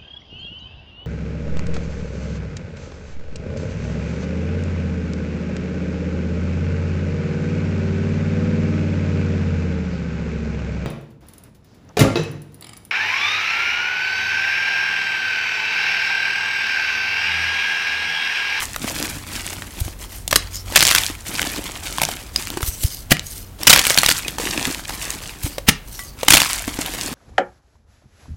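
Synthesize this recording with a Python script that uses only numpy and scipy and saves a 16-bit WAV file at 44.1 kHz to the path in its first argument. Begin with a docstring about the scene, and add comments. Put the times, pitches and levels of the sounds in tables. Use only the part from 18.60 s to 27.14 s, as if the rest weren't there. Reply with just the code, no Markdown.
"""Blocks of pressed chalk crack in two hands over a heap of powder, close up in a small room.
Each crack is a noise burst through resonances; single chips tick, and kneaded grit is clustered random grains.
Soft crumbs patter below, lumps knock, air puffs, faces rub in a fluttering hiss and clap together twice.
A short room tail, a wavering hum and low rumble lie behind; the loudest peaks clip."""
import sys
import numpy as np
from scipy import signal
from scipy.fft import rfft, irfft
from scipy.io import wavfile
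from scipy.ndimage import map_coordinates

SR = 44100
rng = np.random.default_rng(int(sys.argv[2]) if len(sys.argv) > 2 else 0)


def pcm_store(signal):
    """Save signal as 16-bit PCM."""
    levels = np.round(np.clip(np.atleast_2d(signal), -1, 1) * 32767)
    wavfile.write(sys.argv[1], SR, levels.astype(np.int16).T)


N = 376613
TIME = np.arange(N) / SR
SHORT = TIME[:SR // 2]  # half a second, for single blows

# low modes of the small room, set off by cracks and claps: (f/Hz, relative level/dB, t60/s)
ROOM_MODES = [(83, 3, 0.059), (151, 1.5, 0.23), (184, 0, 0.13), (230, -8.5, 0.14), (296.7, 1, 0.13)]
# spectrum of crushed grit: (f/Hz, relative level/dB)
GRIT_SPECTRUM = [(100, -34), (500, -7), (1100, -3), (2200, 1.5), (4500, -2.5), (7700, -1), (11000, -4),
                 (15800, -10)]
# spectrum of powdered faces sliding: (f/Hz, relative level/dB)
SLIDE_SPECTRUM = [(150, -6), (1200, -17.5), (2000, -13.5), (3900, -7.5), (4700, -8.5), (6200, -8.5),
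                  (11500, -5), (15800, -9)]


def amp(db):
    """Decibels to gain."""
    return 10 ** (np.asarray(db) / 20)


def unit(x):
    """Scaled to rms 1."""
    return x / np.sqrt(np.mean(x ** 2) + 1e-20)


def along(points, hz):
    """(Hz, value) points read on a log frequency axis."""
    f, v = np.transpose(points)
    return np.interp(np.log(hz + 1), np.log(f + 1), v)


def level(rows):
    """Gain over time from (s, dB) rows."""
    return amp(np.interp(TIME, *np.transpose(rows)))


def wobble(rate):
    """A smooth random curve, rate knots a second."""
    return map_coordinates(rng.standard_normal(4096), [TIME * rate], mode="wrap")


def add(track, s, sound):
    """Mix a sound into the track at time s."""
    start = max(0, round(s * SR))
    track[start:start + len(sound)] += sound[:max(0, N - start)]


def colour(x, spectrum, size=8192):
    """Minimum-phase filter with the given spectrum, so clicks keep their sharp front."""
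    gain = amp(along(spectrum, np.fft.rfftfreq(size, 1 / SR)))
    cepstrum = irfft(np.log(gain + 1e-6))
    cepstrum[1:size // 2] *= 2  # folding the cepstrum forward makes the filter causal
    cepstrum[size // 2 + 1:] = 0
    impulse = irfft(np.exp(rfft(cepstrum)))
    return signal.fftconvolve(x, impulse)[:len(x)]


def resonate(x, hz, q):
    """One resonance with unit gain at its centre, which is held 2 kHz below the Nyquist limit."""
    w = 2 * np.pi * min(hz, SR / 2 - 2000) / SR
    a = np.sin(w) / (2 * q)
    return signal.lfilter([a, 0, -a], [1 + a, -2 * np.cos(w), 1 - a], x)


def ring(modes):
    """Damped sines, at slightly new strengths for each blow."""
    out = 0
    for hz, db, t60 in modes:
        decay = amp(db + rng.normal(0, 2) - 60 * SHORT / t60)
        out = out + decay * np.sin(2 * np.pi * hz * SHORT)
    return out


def pops(chance, spread_db):
    """Random impulses, many small and a few large; chance is given per sample."""
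    n = len(chance)
    size = amp(spread_db * np.minimum(rng.standard_exponential(n), 4))
    return (rng.random(n) < chance) * size * rng.choice([-1, 1], n)


def grains(rate, spread_db, low_hz, high_hz, q, clump_db, count=7):
    """Grains of several sizes break in brief clusters, each size with its own dull pitch."""
    chance = np.ones(N) * rate / count / SR
    out = np.zeros(N)
    for hz in np.geomspace(low_hz, high_hz, count):
        clustered = pops(chance, spread_db) * amp(clump_db * wobble(260))
        out += resonate(clustered, hz, q)
    return unit(out)


def reflect(x, delay, gain):
    """Sound plus its echo from the nearby palm, which carves a comb into the spectrum."""
    t = TIME[:len(x)]
    echo = np.interp(t - delay, t, x, left=0)
    return (x + gain * echo) / np.hypot(1, gain)


def cracks():
    """A crack runs as an avalanche of micro-fractures that ring the fragment, then sheds fine debris."""
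    # the main fractures: (t/s, relative level/dB, time the crack runs/s, reference pitch f/Hz)
    fractures = [(0.1616, -15, 0.0015, 3600), (1.6785, -12.5, 0.0016, 7400), (1.7098, -15, .006, 6100),
                 (1.7277, -7.5, 0.0029, 2000), (1.758, -0.5, 0.0054, 5100), (2.1585, 1, 0.0067, 4270),
                 (2.17, -8, 0.0057, 3520), (2.2253, -5.5, 0.0049, 3040), (2.268, -6, .0012, 4600),
                 (2.3125, -6.5, 0.0026, 2720), (2.3493, 0.5, 0.0022, 3380), (2.361, -4.5, 0.001, 3100),
                 (2.817, -11, 0.0012, 3030), (3.3838, -8, 0.00046, 2020), (3.417, -7, 0.0011, 2630),
                 (3.4328, -10.5, 0.0042, 3500), (3.761, -13.5, 0.0015, 5690), (4.508, -13, 0.0036, 5040),
                 (5.033, -10.5, 0.00088, 6100), (5.0699, 0.5, 0.012, 5160), (5.0959, 3, 0.012, 4340),
                 (5.114, -9, 0.0049, 3300), (5.1293, 4, 0.0087, 3840), (5.1607, -4, 0.0028, 2850),
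                 (5.173, -10, 0.0048, 3320), (5.1914, -6, 0.005, 3830), (5.2678, -2, 0.00053, 3060),
                 (5.305, -4, 0.0011, 4100), (5.3748, -3, 0.0032, 2600), (5.385, -4, 0.0047, 4600),
                 (5.4331, -2.5, 0.0011, 2380), (5.4616, -3, 0.0018, 5100), (5.4858, -7.5, 0.0069, 4870),
                 (5.5127, -8.5, 0.0032, 3400), (5.6808, -16, 0.0032, 4000), (7.6827, 1.5, 0.004, 3476),
                 (7.7051, 9, 0.0029, 4500), (7.7217, -5, 0.0049, 3995), (7.7344, 0, 0.0098, 3830),
                 (7.749, -5, 0.0043, 3900), (7.7695, -2.5, 0.0047, 3550), (7.7784, -6, 0.0013, 2440),
                 (7.8173, -6, 0.0026, 2610)]
    out, t = np.zeros(N), SHORT[:SR // 12]
    knots = SHORT[::32]
    for s, db, run, hz in fractures:
        running = amp(-60 * np.maximum(t - run, 0) / 0.0025)
        jitter_db = 3 * np.interp(t, knots, rng.standard_normal(len(knots)))
        breaks = rng.standard_normal(len(t)) * running * amp(jitter_db)
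        breaks[0] += 2.5  # extra edge on the first break

        snap = resonate(breaks, hz * 0.71, q=0.58)
        snap += amp(-16.5) * resonate(breaks, 10300, q=0.69)
        snap += amp(-3.0) * resonate(breaks, hz * 0.09, q=0.34)
        snap += amp(3.5) * resonate(breaks, hz * rng.uniform(0.453, 1), q=14)  # the fragment's own dead note
        snap /= np.sqrt(np.sum(snap ** 2) / (run * SR + 16))  # about unit level while the crack runs

        specks = pops(np.full(len(t), .12), spread_db=5)
        debris = unit(resonate(specks, hz, q=0.3))
        size = run / (run + 0.0051)  # long cracks shed more and set off the low modes more
        burst = snap + amp(-9.5 - 60 * t / 0.046) * size * debris
        echo_s = rng.uniform(0.507, 2) / 1000
        add(out, s, amp(db - 1.0) * reflect(burst, echo_s, gain=0.39))
        add(out, s, amp(db / 2 - 23.5) * size * ring(ROOM_MODES))
    return out


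def chip(hz):
    """One corner snapping off, peak 1: a sharp tick, a brief clink and a little of the block's body."""
    t = SHORT[:SR // 40]
    snap = rng.standard_normal(len(t)) * amp(-60 * t / 0.0021)
    snap[0] += 1
    tick = resonate(snap, hz, q=0.9)
    clink = amp(4.5) * resonate(snap, hz, q=15)
    body = amp(-12.5) * resonate(snap, hz / 3, q=0.7)
    sound = tick + clink + body
    return sound / abs(sound).max()


def splinters(force):
    """Corners chip off in single ticks: a few loud ones, and many small ones as the grip tightens."""
    # the loudest single corners chipping off: (t/s, peak level/dB, f/Hz)
    loud_chips = [(0.297, -10.5, 5980), (0.426, -1.5, 2900), (0.865, -6.5, 4660), (0.876, -12, 1800),
                  (1.021, -10.5, 1870), (2.213, -1, 2600), (2.251, 3, 4250), (2.276, 4, 3050),
                  (2.384, 3, 5350), (2.435, -3, 3580), (2.828, -4.5, 3000), (3.451, -1, 3000),
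                  (3.871, -12, 1920), (3.902, -6.5, 3100), (4.568, -9, 2130), (4.594, -5, 3880),
                  (5.252, 3.5, 2996), (5.298, 6, 3920), (5.344, 2, 5600), (5.501, 5, 4540),
                  (5.522, 6.5, 4450), (5.995, -5.5, 2352), (6.146, -8, 1910), (6.504, -5, 6640),
                  (7.802, 2, 3230), (7.931, -0.5, 6120)]
    light_per_s, full_grip_per_s = 24, 110  # small chips always there, and added under a full grip
    out = np.zeros(N)
    for s, db, hz in loud_chips:
        add(out, s + .001, amp(db) * chip(hz))
    grip = np.minimum(force / amp(-22), 1)
    chance = (light_per_s + full_grip_per_s * grip ** 4) / SR
    for i in np.flatnonzero(rng.random(N) < chance):
        hz = 3600 * 2 ** np.clip(rng.normal(0, 0.64), -2, 1)
        peak = amp(rng.uniform(-10, -1)) * (force[i] / amp(-21)) ** 1.25
        add(out, i / SR, peak * chip(hz))
    return out


def stroke(s, length, attack_s, sag, release):
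    """One hand movement: pressure builds, sags as the chalk gives way, then is let go (slopes in dB/s)."""
    t = TIME - s
    build = np.clip(t / attack_s, 0, 1)
    drop_db = sag * np.clip(t, 0, length) + release * np.maximum(t - length, 0)
    return build * amp(-drop_db)


def hands():
    """Strength over time of grinding, spilling and sliding; overlapping movements add in power."""
    # a block collapses in the fist: (t/s, length/s, level/dB)
    crushes = [(2.15, 0.19, -16), (5.065, 0.071, -13.5), (5.264, 0.046, -22), (5.375, .145, -22.5),
               (7.676, 0.111, -15), (7.885, 0.062, -26.5)]
    # fingers knead the pieces: (t/s, length/s, level/dB, falling crumbs relative to the grit/dB)
    squeezes = [(-.05, 0.034, -29, -10.5), (0.187, 0.31, -31, -3), (0.653, 0.041, -38.5, 2.5),
                (0.706, 0.036, -29, -11), (0.812, 0.19, -37, -3.5), (1.697, 0.035, -34, -7),
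                (2.045, 0.11, -34, -6), (2.645, 0.34, -30, -4), (3.034, 0.031, -34.5, -0.5),
                (3.199, 0.32, -33, -6), (3.724, 0.079, -32.5, -12), (3.87, 0.082, -40, 2.5),
                (4.981, 0.058, -33.5, -2.5), (5.605, 0.036, -32.5, -3.5), (5.771, 0.31, -28.5, -4),
                (6.262, 0.25, -31.5, -7), (6.588, 0.14, -40, -2.5), (7.562, 0.044, -35.5, -9),
                (8.04, 0.037, -32, -8), (8.168, 0.34, -31, -3.5)]
    # a whole block slides on skin or another block: (t/s, length/s, level/dB, caught grit re hiss/dB)
    rubs = [(1.112, 0.18, -45, 4), (1.371, 0.062, -42, 2.5), (1.477, 0.096, -39, -5.5),
            (1.901, 0.051, -33.5, -8), (4.022, 0.061, -27, -19), (4.056, 0.33, -37.5, -16),
            (4.186, 0.048, -25, -23), (4.616, 0.17, -35.5, -25), (6.806, 0.042, -30, -6),
            (6.86, 0.059, -39, -3), (7.239, 0.22, -41.5, -17), (7.312, 0.056, -37, -12)]
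    crush_crumbs_db = -20  # a closed fist lets little fall
    rub_crumbs_db = -4.5  # relative to the caught grit

    moves = []  # each a strength curve and its shares of grinding, spilling and sliding
    for s, length, db in crushes:
        grip = amp(db) * stroke(s, length, attack_s=0.018, sag=11, release=99.5)
        moves.append((grip, [1, amp(crush_crumbs_db), 0]))
    for s, length, db, crumbs_db in squeezes:
        grip = amp(db) * stroke(s, length, attack_s=0.048, sag=1.5, release=75)
        moves.append((grip, [1, amp(crumbs_db), 0]))
    for s, length, db, grit_db in rubs:
        grip = amp(db) * stroke(s, length, attack_s=0.051, sag=1, release=211)
        moves.append((grip, [amp(grit_db), amp(grit_db + rub_crumbs_db), 1]))
    grips, shares = zip(*moves)
    return np.sqrt(np.square(shares).T @ np.square(grips))


def kneading(force, spill):
    """Squeezing breaks grains and small clods; soft crumbs patter below and fine powder hisses."""
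    # spectrum of falling crumbs: (f/Hz, relative level/dB)
    crumb_spectrum = [(40, -22), (90, -1), (200, -1), (300, 1.5), (430, -7.5), (900, -10.5), (3000, -21.5)]
    rate = 2000 * (force / amp(-30.5) + 1e-4) ** 0.36  # grains per second, more when squeezed harder
    coarse = grains(rate, spread_db=3.5, low_hz=664, high_hz=12200, q=1.76, clump_db=6.5)
    coarse = unit(colour(coarse, GRIT_SPECTRUM))
    powder = unit(colour(pops(np.full(N, .5), spread_db=1.0), GRIT_SPECTRUM))
    clods = grains(170, spread_db=3.0, low_hz=700, high_hz=4530, q=5.7, clump_db=1.5)

    clumps = amp(2.46 * wobble(60))
    packed = np.hypot(1, force / amp(-24))  # tightly packed grit slips less
    grit = force / packed * (coarse + amp(-2.5) * powder + amp(-7) * clods) * clumps
    crumbs = grains(600, spread_db=4.5, low_hz=129, high_hz=1246, q=2.37, clump_db=1.0)
    crumbs = unit(colour(crumbs, crumb_spectrum))
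    echo_s = 0.001117 + 0.000211 * wobble(9)
    return reflect(grit, echo_s, gain=0.35) + spill * crumbs


def rubbing(slide):
    """Powdered faces scrape with a fine hiss; the gap's resonances flutter as the hand shifts."""
    gap_hz = 1700  # spacing of the resonances in the gap between hand and block
    hiss = unit(colour(rng.standard_normal(N), SLIDE_SPECTRUM))
    bands = np.zeros(N)
    for k in range(3, 8):
        band = resonate(rng.standard_normal(N), k * gap_hz, q=4 * k)
        bands += band * amp(5.7 * wobble(18)) / k
    # a wavering read position makes them glide as the gap changes
    bands = map_coordinates(unit(bands), [(TIME + .009 * wobble(5)) * SR], mode="wrap")
    catches = grains(900, spread_db=2, low_hz=1510, high_hz=12050, q=16.0, clump_db=4)
    catches = unit(colour(catches, SLIDE_SPECTRUM))
    rub = amp(-3) * hiss + amp(-4) * bands + amp(-6) * catches
    return slide * rub * amp(2.3 * wobble(50) + 2.4 * wobble(450))


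def knocks():
    """A soft lump gives a dead knock of a few cycles and a short crunch; small hard ones crunch more."""
    # lumps knocking in the palm or landing in the heap: (t/s, relative level/dB, f/Hz)
    lumps = [(0.241, -18.5, 300), (0.275, -19.5, 650), (0.4, -24, 300), (0.435, -22, 326),
             (1.278, -25, 314), (1.726, -9, 615), (2.121, -19, 580), (2.498, -21, 304), (2.849, -20, 940),
             (3.416, -14, 935), (3.486, -14.5, 760), (3.97, -14.5, 345), (4.005, -20.5, 397),
             (4.027, -16.5, 1300), (5.782, -15, 840), (5.797, -17, 480), (5.976, -18.5, 300),
             (6.073, -16, 261), (6.1, -19, 326), (6.293, -18.5, 880), (6.304, -24, 890),
             (6.861, -20.5, 285), (6.98, -15, 566), (7.39, -23.5, 1490), (7.6295, -12, 513),
             (8.076, -14, 273), (8.187, -14.5, 303)]
    out, t = np.zeros(N), SHORT[:SR // 10]
    for s, db, hz in lumps:
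        thud = np.sin(2 * np.pi * hz * t) * amp(-60 * t * hz / 11)  # down 60 dB after 11 cycles
        crunch = unit(resonate(rng.standard_normal(len(t)), hz * 1.34, q=0.52)) * amp(-60 * t / 0.024)
        crust = unit(colour(rng.standard_normal(len(t)), GRIT_SPECTRUM)) * amp(-60 * t / 0.025)
        crust *= np.sqrt(hz / 2400)
        add(out, s + .002, amp(db) * (amp(2.0) * thud + amp(-4.5) * crunch + crust))
    return out


def claps():
    """Powder squirts out as the faces close; one push of air, then the blocks clack dryly in the hands."""
    # block clapped on block: (t/s, relative level/dB, relative clack level/dB)
    contacts = [(4.517, -9.5, -14), (7.0868, -7.5, -8)]
    # a block's heavily damped modes: (f/Hz, relative level/dB, Q)
    block_modes = [(1890, -6.5, 5.6), (2490, -11, 4.7)]
    squirt_spectrum = [(200, 10), (1100, 7.6), (2200, 7.5), (5000, 5.7), (15000, 2.1)]  # (f/Hz, level/dB)
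    out, t = np.zeros(N), SHORT
    lead = .02  # seconds of swelling noise before contact
    for s, db, clack_db in contacts:
        swell = np.where(t < lead, amp((t - lead) * 1600 - 8.5), 1)
        decay = amp(-60 * np.maximum(t - lead - .006, 0) / 0.02)
        contact = rng.standard_normal(len(t)) * swell * decay
        squirt = colour(contact, squirt_spectrum)
        clack = sum(amp(mode_db) * resonate(contact, hz, q) for hz, mode_db, q in block_modes)
        push = np.sin(2 * np.pi * 200 * t) * amp(-60 * t / 0.025)
        add(out, s - lead, amp(db) * squirt + amp(clack_db + 23.5) * clack)
        add(out, s, amp(-20.5) * ring(ROOM_MODES) + amp(db + 7.5) * push)
    return out


def puffs():
    """A closing gap pushes one swing of air at the microphone while the faces scuff."""
    # air pushed out between hand and block: (t/s, relative level/dB, f/Hz)
    pushes = [(1.2193, -10.5, 68.6), (1.264, -17.5, 78), (4.035, -13.5, 76), (4.089, -13.5, 54.7),
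              (4.2508, -4, 73), (6.848, -11, 80.4)]
    out, t = np.zeros(N), SHORT[:SR // 5] - .1  # time around the middle of the swing
    for s, db, hz in pushes:
        phase = 2 * np.pi * hz * t
        swing = -np.sin(phase) * np.exp(-(phase / 2.37) ** 2)
        scuff = unit(colour(rng.standard_normal(len(t)), SLIDE_SPECTRUM))
        scuff *= np.exp(-abs(t + 0.013) / 0.0042)  # strongest 13 ms ahead of the middle
        add(out, s + t[0], amp(db) * (swing + amp(-11.5) * scuff))
    return out


def tinks():
    """Short pitched ticks and clear notes of the chalk, each one damped sine."""
    # short pitched ticks and clear notes of the chalk: (t/s, mean level/dB, f/Hz, t60/s)
    notes = [(3.761, -0.5, 4950, 0.011), (7.392, -29.5, 1976, 0.18), (7.392, -42, 1147, 0.36),
             (5.648, -20, 2500, 0.071)]
    out = np.zeros(N)
    for s, db, hz, t60 in notes:
        add(out, s, ring([(hz, db, t60)]))
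    return out


def room(x):
    """A small room's noise tail, dying faster in the top treble and redrawn every 50 ms as the hands move."""
    # decay time of the room: (f/Hz, t60/s)
    decay_times = [(150, 0.24), (3000, 0.34), (14000, 0.06)]
    out = np.zeros(N)
    block = SR // 20
    for start in range(0, N, block):
        hz, t, z = signal.stft(rng.standard_normal(SR // 2), SR, nperseg=256)
        decay = amp(-60 * t / along(decay_times, hz)[:, None])
        tail = signal.istft(z * decay, SR, nperseg=256)[1]
        tail /= np.linalg.norm(tail)
        add(out, start / SR + .004, signal.fftconvolve(x[start:start + block], tail))
    return colour(out, [(700, -0.5), (3000, -3.0), (14000, 4.5)])


def background():
    """Low room rumble and faint hiss from shaped noise, and a hum of sines wavering in level and phase."""
    # a motor humming in the room: (f/Hz, level before the swell/dB)
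    hum_tones = [(48.4, -41), (91.5, -43)]
    # slow swell of the hum: (t/s, gain/dB)
    swell = [(.5, -0.5), (2.1, 4.5), (3.2, -5.5)]
    air_spectrum = [(15, -18.5), (35, 1.5), (100, -6.5), (300, -19.0), (900, -26.0), (5000, -36.5)]
    hum = np.zeros(N)
    for hz, db in hum_tones:
        phase = 2 * np.pi * hz * TIME + .5 * wobble(9.4)
        hum += amp(db + 3 * wobble(1.87)) * np.sin(phase)
    air = unit(colour(rng.standard_normal(N), air_spectrum))
    return level(swell) * hum + amp(-39.0) * air


def scene():
    """All the handling, close up, with a little room behind it."""
    force, spill, slide = hands()
    close = cracks() + splinters(force) + kneading(force, spill)
    close += rubbing(slide) + knocks() + claps() + tinks()
    return (close + amp(-16.5) * room(close) + puffs() + background())[None]


def record(dry):
    """The recorder clips at full scale and keeps nothing above its band limit."""
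    top_hz = 15900
    clipped = np.clip(dry, -1, 1)
    kept = np.fft.rfftfreq(N, 1 / SR) < top_hz
    return irfft(rfft(clipped) * kept, N)


dry = scene()
out = record(dry)
pcm_store(out)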